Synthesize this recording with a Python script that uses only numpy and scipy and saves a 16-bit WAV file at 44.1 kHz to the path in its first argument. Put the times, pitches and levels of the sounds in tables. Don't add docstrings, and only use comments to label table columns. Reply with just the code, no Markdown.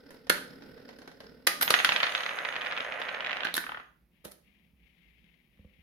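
import sys
import numpy as np
from scipy import signal
from scipy.fft import rfft, irfft
from scipy.io import wavfile
from scipy.ndimage import uniform_filter1d

SR = 44100
rng = np.random.default_rng(int(sys.argv[2]) if len(sys.argv) > 2 else 0)


def to_wav(s):
    ch = np.atleast_2d(s).T
    pcm = np.round(np.clip(ch, -1, 1) * 32767)
    wavfile.write(sys.argv[1], SR, pcm.astype(np.int16))


N = 256662

# (time [s], lead of the graze [s], level [dB], extra bass [dB],
# extra treble [dB], pitch of the struck part [Hz], boost at that pitch [dB])
CLASHES = [(0.299, 0.0029, -15.5, 2, -5.5, 1620, 8), (0.38, 0, -38.5, -22, -24, 1550, 15),
           (1.4717, 0.0029, -16.5, -3.5, -3, 1960, 5.5), (1.6119, 0.0011, -24.5, -7, -5, 1540, 9),
           (1.6234, 0.0087, -26.5, -3.5, -4, 13500, 11), (1.628, 0.0054, -26.5, -16, -1.5, 13300, 13),
           (1.7053, 0.0017, -18.5, 1, -7, 4240, 4), (1.847, 0.00087, -22.5, -14.5, -8, 3130, 8),
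           (2.03, 0, -28, -12, -25, 6500, -5), (3.4505, 0.0041, -24.5, 2.5, -17.5, 1645, 15.5),
           (3.5411, 0, -28.5, 4, 3.5, 3800, 17.5), (3.552, 0.00014, -34, -12, -2, 3850, 9),
           (3.567, 0.003, -29.5, -5.5, 3.5, 1844, 12), (3.579, 0, -24.5, 2.5, -13, 1610, 15.5),
           (4.2509, 0.0026, -47.5, 1, 3.5, 560, 9), (4.318, 0.0045, -54, -7, 7, 4740, 7)]
# (frequency [Hz], gain [dB])
CLASH_COLOUR = [(50, -30.5), (110, -13), (340, -6.5), (560, -3.5), (800, -8), (1250, -3.5), (1800, -4),
                (2500, -8), (4000, -7), (6000, -12), (8200, -17.5), (10500, -4), (13500, -11), (16000, -24)]
# (frequency [Hz], gain [dB])
KNOCK_COLOUR = [(50, -36), (110, -16), (200, -12), (350, -15.5), (600, -5.5), (850, -4), (1450, 3),
                (2700, 1), (3600, -1), (4300, -9), (5200, -14.5), (8200, -33), (10500, -42.5), (15000, -44)]
# (frequency [Hz], t60 [s], gain struck at the left wall [dB], gain struck at the far wall [dB])
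PAN_MODES = [(179.6, 0.6, -13, -22), (338, .3, -8.5, -12.5), (587, 0.28, -8, -10.5), (808, .23, -23, -7),
             (880, 0.053, -3, -13), (1133, .3, -18, -9), (1230, 0.23, -14, 0), (1450, .25, -7, -14),
             (1552, 0.21, -3.5, -4), (1750, .13, 1, -16), (1836, .35, -13.5, -5.5), (2013, 0.096, -15.5, 1),
             (2390, 0.37, -15, -9.5), (3060, .4, -12.5, -13), (4240, .25, -15.5, -13.5)]

TIME = np.arange(N) / SR


def undb(db):
    return 10 ** (np.asarray(db) / 20)


def rms(x):
    return np.sqrt(np.mean(x ** 2))


def unit(x):
    return x / rms(x)


def freqs(size):
    return np.maximum(np.arange(size // 2 + 1) * SR / size, 1)


SIZE = 4096
T, HZ = TIME[:SIZE], freqs(SIZE)


def along(points, hz):
    f, value = np.transpose(points)
    return np.interp(np.log(hz), np.log(f), value)


def colour(x, db):
    size = x.shape[-1]
    cepstrum = irfft(np.log(undb(db)), size)
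    cepstrum[1:size // 2] *= 2
    cepstrum[size // 2 + 1:] = 0
    return irfft(rfft(x) * np.exp(rfft(cepstrum)), size)


def convolve(x, response):
    return signal.fftconvolve(x, response, axes=-1)[:, :N]


def ringing(modes):
    t = TIME[:SR // 2]
    response = 0
    for hz, db, t60 in modes:
        peak = undb(db) * 2 * np.log(1000) / (t60 * SR)
        response = response + peak * undb(-60 * t / t60) * np.sin(2 * np.pi * hz * t)
    return response[None]


def resonance(hz, db, octaves):
    return db / (1 + (np.log2(HZ / hz) / octaves) ** 4)


def pair(size, apart, shared_hz=700):
    mid, side = rng.standard_normal((2, size))
    hz = freqs(size)
    side = irfft(rfft(side) * apart * (0.5 + 1.07 * hz / np.hypot(hz, shared_hz)), size)
    return np.array([mid + side, mid - side]) / np.sqrt(2)


def noise(points, apart):
    return unit(colour(pair(N, apart), along(points, freqs(N))))


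def wander(rate):
    return unit(uniform_filter1d(rng.standard_normal(N), int(SR / rate)))


def swell(start, end, db, attack, release):
    rise = np.clip((TIME - start) / attack, 0, 1)
    fall = np.clip(1 - (TIME - end) / release, 0, 1)
    return undb(db) * rise * fall


def add(out, s, x):
    i = int(s * SR)
    out[:, i:i + x.shape[1]] += x[:, :N - i]


def punch(x):
    band = signal.sosfilt(signal.butter(3, [1100, 6000], "band", fs=SR, output="sos"), x)
    return x / rms(band[:, :SR // 200])


def contact(scatter_db, scatter_s, linger_db, linger_s, dull_hz, lag=4):
    fade = undb(scatter_db) * np.exp(-T / scatter_s) + undb(linger_db) * np.exp(-T / linger_s)
    onset = 1 - np.exp(-T / 0.00017)
    x = colour(pair(SIZE, 0.73) * fade * onset, -10 * np.log10(1 + (HZ / dull_hz) ** 2))
    x[0, max(lag, 0)] -= .8
    x[1, max(-lag, 0)] -= 1
    return x


def spin(wobble_hz=36, depth=0.32, flutter_db=3.0, chirp_db=-9, chirp_spread_db=4.5):
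    # (frequency [Hz], gain [dB])
    spin_colour = [(40, -14.5), (130, -7), (270, 3), (350, -8), (460, 1), (700, -15.5), (1200, -23.5),
                   (1500, -8), (1680, -24.5), (1850, -16), (2400, -25.5), (4400, -26.5), (5200, -24),
                   (6500, -48.5), (12000, -35), (16000, -44.5)]
    # (frequency [Hz], gain [dB])
    chirp_colour = [(1150, -15.5), (1550, 0.5), (2400, -14), (4400, -11.5), (5150, 0), (6200, -27.5),
                    (9000, -40.5)]
    start_db, sag_db_per_s = -53.5, 2.4
    end_s, stop_s = 3.773, 0.11
    phase = np.cumsum(wobble_hz * (1 + 0.1012 * wander(7.3))) / SR
    press = np.sin(2 * np.pi * phase)
    level = undb(start_db - sag_db_per_s * TIME + flutter_db * wander(8.2))
    level = level * np.clip(1 - (TIME - end_s) / stop_s, 0, 1)
    chirp_level = np.maximum(press, 0) ** 2 * undb(chirp_db + chirp_spread_db * wander(25))
    chirp = noise(chirp_colour, 0.52) * chirp_level
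    rub = noise(spin_colour, 0.4) * (1 + depth * press)
    return (rub + chirp) * level


def room_air(lean_db=1.5):
    # (frequency [Hz], gain [dB])
    air_colour = [(20, -22), (38, -12), (58, 5.5), (90, -15), (180, -2), (300, -15.5), (600, -24.5),
                  (1400, -33.5), (2200, -28), (3200, -35), (5000, -38), (8000, -48), (11000, -35),
                  (16000, -37)]
    return undb(-68.5) * noise(air_colour, 0.36) * undb([[-lean_db], [lean_db]])


def skips(skid_db=-17, skid_s=0.018):
    # (time [s], level [dB], extra treble [dB])
    landings = [(.106, -51, -1.5), (0.269, -51.5, -10), (.622, -52, -23), (0.777, -55.5, -36),
                (.816, -64, -25), (0.8895, -48, -15), (0.987, -52.5, -6), (1.018, -51.5, -14),
                (1.076, -45.5, -11.5), (1.204, -47, -11), (2.369, -54, -1), (2.999, -48, -7)]
    # (frequency [Hz], gain [dB])
    body = [(450, 10), (900, 8), (1200, -0.5), (1550, 5), (2500, -1.5)]
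    hop_s, hop_db = 0.039, -9
    out = np.zeros((2, N))
    for s, db, treble_db in landings:
        shade = along(body + [(5500, 0), (9000, treble_db)], HZ)
        for hop in range(2):
            tock = contact(-11, 0.0036, skid_db, skid_s, 9000)
            tock = colour(tock, along(CLASH_COLOUR, HZ) + shade)
            add(out, s + hop * hop_s, undb(db + hop * hop_db) * punch(tock))
    return out


def strike(db, bass_db, treble_db, hz, ring_db, ring_octaves=0.17, scatter_db=-12, linger_db=-25, count=3):
    shade = along([(330, bass_db), (900, 0), (4500, 0), (10000, treble_db)], HZ)
    ring = resonance(hz, ring_db, ring_octaves)
    x = np.zeros((2, SIZE))
    for tooth in range(count):
        delay = int(tooth * rng.uniform(.0005, .0011) * SR)
        bite = contact(scatter_db, .002, linger_db, .012, 16000, lag=0)
        x += .8 ** tooth * np.roll(bite, delay, axis=1)
    return undb(db) * punch(colour(x, along(CLASH_COLOUR, HZ) + shade + ring))


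def clashes():
    graze_db, graze_bass_db, graze_treble_db = -7, -8, 3.5
    out = np.zeros((2, N))
    for s, lead, db, bass_db, treble_db, hz, ring_db in CLASHES:
        if lead > 0:
            graze = strike(db + graze_db, bass_db + graze_bass_db, treble_db + graze_treble_db, hz, ring_db)
            add(out, s - lead, graze)
            add(out, s, strike(db, bass_db, treble_db, hz, ring_db))
        else:
            click = strike(db, bass_db, treble_db, hz, ring_db, scatter_db=-20, linger_db=-32, count=1)
            add(out, s, click)
    return out


def clang(far, scatter_db=1):
    t, out = TIME[:SR // 2], 0
    for hz, t60, left_db, far_db in PAN_MODES:
        split = min(hz / 1500, 1) * rng.uniform(.3, 1.2)
        phase = rng.uniform(0, 2 * np.pi) + split * np.array([[1], [-1]])
        db = (far_db if far else left_db) + scatter_db * rng.standard_normal()
        out = out + undb(db - 60 * t / t60) * np.sin(2 * np.pi * hz * t + phase)
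    return out * (1 - np.exp(-t / .001))


def clangs(clang_db=-16.5):
    out = np.zeros((2, N))
    for s, lead, db, *_ in CLASHES:
        if lead > 0:
            far = 1 < s < 2.5
            add(out, s, undb(db + clang_db) * clang(far))
    return out


def roll(rate=175, spread_db=1.0, count=16):
    # (frequency [Hz], gain [dB])
    roll_colour = [(50, -36.5), (170, -12), (350, -9), (600, 3), (900, -2), (1450, 4.5), (2300, 0.5),
                   (3600, -11), (4800, -27), (8200, -41.5), (10500, -35.5), (15000, -43)]
    times = np.cumsum(rng.uniform(.25, 1.75, 2000)) / rate
    at = (times[times < TIME[-1]] * SR).astype(int)
    strength = undb(spread_db * np.clip(rng.standard_normal(len(at)), -2, 1.4))
    spot = rng.integers(count, size=len(at))
    out = np.zeros((2, N))
    for k in range(count):
        taps = np.zeros((1, N))
        taps[0, at] = strength * (spot == k)
        tap = contact(-22, .0025, -31, .013, 2200, lag=1)
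        out += convolve(taps, colour(tap, along(roll_colour, HZ)))
    return unit(out) * swell(start=1.65, end=3.49, db=-39.5, attack=.039, release=.014)


def wheel(rate=260, rasp_db=-1, flutter_db=2):
    # (frequency [Hz], relative gain [dB], t60 [s])
    wheel_modes = [(6430, -4.5, .06), (6480, -7.5, .08), (9580, -11, 0.016)]
    start_s, end_s, attack_s, release_s = 1.655, 3.59, 0.044, 0.35
    landing_db, fade_db_per_s, floor_db = -49, 21, -78.5
    taps = (rng.random(N) < rate / SR) * rng.normal(1, 0.67, (2, N))
    rasp_colour = [(3000, -33.5), (6500, -1.0), (8200, -11.0), (9800, -3.5), (13000, -5.0), (16000, -21.0)]
    rasp = noise(rasp_colour, 0.57)
    ring = unit(convolve(taps, ringing(wheel_modes)))
    settle = undb(landing_db - fade_db_per_s * (TIME - start_s)) + undb(floor_db)
    level = settle * swell(start_s, end_s, flutter_db * wander(20), attack_s, release_s)
    return (ring + undb(rasp_db) * rasp) * level


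def knock(db, hardness, scatter_db, lag):
    rebound_s, rebound_db = .0062, -7.5
    octaves = np.log2(np.clip(HZ, 1000, 7000) / 2200)
    first, second = (contact(scatter_db, .0018, scatter_db - 13, .007, 4500, lag) for corner in range(2))
    delay = int(rebound_s * rng.uniform(0.73, 1.25) * SR)
    x = first + undb(rebound_db) * np.roll(second, delay, axis=1)
    return undb(db) * punch(colour(x, along(KNOCK_COLOUR, HZ) + hardness * octaves))


def knocks():
    # (time [s], level [dB])
    bounces = [(1.678, -24), (1.7405, -13.5), (1.7895, -24), (1.801, -24.5), (1.8468, -16), (1.8909, -19),
               (1.9209, -21), (1.9618, -20.5), (2.003, -24.5), (2.0313, -20), (2.038, -28.5),
               (2.0687, -26.5), (2.1501, -23), (5.573, -72.5)]
    light_db = -33.5
    hardness_db, harder_per_db = -.5, 0.16
    scatter_db, scatter_per_db = -8.5, -0.23
    out = np.zeros((2, N))
    for s, db in bounces:
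        force = max(db - light_db, 0)
        hardness = hardness_db + harder_per_db * force
        add(out, s, knock(db, hardness, scatter_db + scatter_per_db * force, lag=3))
    return out


def tumbles(ring_hz=1250, ring_db=2, scuff_s=0.0039):
    # (start [s], end [s], turn [s], loudest at [s], loudest level [dB], fade by the end [dB],
    # hardness [dB per octave])
    runs = [(2.065, 2.28, .0281, 2.11, -32.5, -1.5, 3.5), (3.639, 3.808, .0266, 3.70, -34, 10.5, -8.5)]
    out = np.zeros((2, N))
    octaves = np.log2(np.clip(HZ, 1500, 7000) / 2200)
    for start, end, turn_s, loudest_s, db, fade_db, hardness in runs:
        shade = along(KNOCK_COLOUR, HZ) + hardness * octaves + resonance(ring_hz, ring_db, .2)
        for s in np.arange(start, end, turn_s):
            off_peak = (s - loudest_s) / (end - loudest_s)
            scuff = contact(0, scuff_s, -30, .008, 4500, lag=0)
            add(out, s, undb(db - fade_db * off_peak ** 2) * punch(colour(scuff, shade)))
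    return out


def raps(ring_hz=2500, ring_db=5, scatter_db=-15):
    # (time [s], level [dB])
    ticks = [(2.2635, -31.5), (2.2922, -29), (2.3115, -35.5), (2.388, -28.5), (2.4505, -29.5),
             (2.4543, -31.5), (2.4881, -29), (2.5252, -34), (2.5411, -39), (2.556, -33.5), (2.5642, -29.5),
             (2.6116, -34.5), (2.618, -30.5), (2.6488, -35), (2.662, -31), (2.669, -30.5), (2.6767, -46),
             (2.712, -32.5), (2.723, -29.5), (2.7296, -37), (2.7664, -34.5), (2.776, -30), (2.7823, -32.5),
             (2.8047, -30.5), (2.8476, -38), (2.9228, -31.5), (2.941, -39), (3.0168, -32), (3.0225, -35.5),
             (3.0527, -37.5), (3.0855, -35.5), (3.0903, -32), (3.1463, -34.5), (3.2067, -31.5),
             (3.247, -31.5), (3.263, -31), (3.2699, -31.5), (3.2949, -31), (3.3096, -31.5), (3.3156, -32.5),
             (3.3299, -29.5), (3.3695, -31.5), (3.406, -32), (3.434, -29.5), (3.4703, -29.5), (3.487, -38)]
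    # (time [s], lag of the left side [samples])
    crossing = [(2.1, 2), (2.7, 2.5), (3.4, -4)]
    out = np.zeros((2, N))
    for s, db in ticks:
        lag = int(round(np.interp(s, *np.transpose(crossing))))
        ring = resonance(ring_hz * 2 ** rng.uniform(-.5, .5), ring_db, .3)
        tick = contact(scatter_db, .0018, scatter_db - 15, .006, 4500, lag)
        add(out, s, undb(db) * punch(colour(tick, along(KNOCK_COLOUR, HZ) + ring)))
    return out


def hiss(grain_db=1.6):
    # (start [s], end [s], level [dB], attack [s], release [s])
    swells = [(4.109, 4.25, -70, 0.035, 0.13), (4.407, 4.576, -66.5, 0.073, 0.21),
              (4.751, 5.298, -65, 0.1, 0.38), (5.242, 5.242, -51.5, 0.0017, 0.0039),
              (5.494, 5.819, -66, 0.22, 0.13)]
    # (frequency [Hz], gain [dB])
    hiss_colour = [(300, -33), (1400, -20.5), (2150, 1), (3200, -6), (4500, -21.5), (8000, -39.5)]
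    level = sum(swell(*row) for row in swells) * undb(grain_db * wander(100))
    left_only = np.array([[1], [0]])
    return noise(hiss_colour, 1) * level * left_only


def grab(rate=1500, bass_db=12):
    teeth = (rng.random(N) < rate / SR) * rng.standard_normal((1, N))
    shade = along([(600, bass_db), (2000, 0)], HZ)
    tick = colour(contact(-16, .002, -29, .012, 16000), along(CLASH_COLOUR, HZ) + shade)
    chatter = unit(convolve(teeth, tick))
    return chatter * swell(start=4.241, end=4.255, db=-48, attack=.007, release=.055)


def bumps(rise_cycles=0.64):
    # (time [s], relative level [dB], extra deep bass [dB], extra midrange [dB])
    pushes = [(4.25, -44.5, -16, -3.5), (4.73, -61, -1, -20), (5.239, -61, -8, -13),
              (5.591, -51.5, 2, -6.5), (5.6457, -49.5, 0, -3), (5.785, -60.5, 4, -12)]
    # (frequency [Hz], relative gain [dB], t60 [s])
    table_modes = [(74, 3.5, 0.097), (193.3, -2, 0.084), (511.4, -5, 0.043), (1142, -22, .03)]
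    out = np.zeros((2, N))
    for s, db, deep_db, mid_db in pushes:
        for hz, mode_db, t60 in table_modes:
            tilt_db = along([(80, deep_db), (200, 0), (500, mid_db)], hz)
            decay = undb(db + mode_db + tilt_db - 60 * T / t60)
            rise = 1 - np.exp(-(T * hz / rise_cycles) ** 2)
            tone = decay * rise * np.sin(2 * np.pi * hz * T)
            add(out, s, tone[None] * 2)
    return out


def room(build_s=0.0016):
    # (frequency [Hz], t60 [s])
    room_t60 = [(100, 0.18), (300, 0.56), (800, 0.42), (2000, 0.4), (5000, 0.42), (13000, 0.32)]
    size = SR * 3 // 4
    t = TIME[:size]
    octave = np.log2(np.clip(freqs(size), 125, 16000) / 125)
    spectrum, tail = rfft(pair(size, 0.53)), 0
    for k in range(8):
        band = irfft(spectrum * np.maximum(1 - abs(octave - k), 0), size)
        tail = tail + band * undb(-60 * t / along(room_t60, 125 * 2 ** k))
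    tail = tail * (1 - np.exp(-(t / build_s) ** 2))
    return unit(tail) / np.sqrt(size)


def scene():
    blows = skips() + roll() + tumbles() + knocks() + raps() + grab()
    pan = ringing([(hz, far_db, t60) for hz, t60, left_db, far_db in PAN_MODES])
    pan_ring = undb(-1.5) * convolve(blows, pan)
    near = blows + pan_ring + clashes() + clangs() + bumps() + spin() + wheel()
    sound = near + undb(-6.5) * convolve(near, room())
    lean_db = 0.9
    return sound * undb([[-lean_db], [lean_db]]) + room_air() + hiss()


def record(dry):
    rounded = dry / (1 + (dry / .9) ** 4) ** .25
    return signal.sosfilt(signal.ellip(8, .2, 70, 15900, fs=SR, output="sos"), rounded)


dry = scene()
out = record(dry)
to_wav(out)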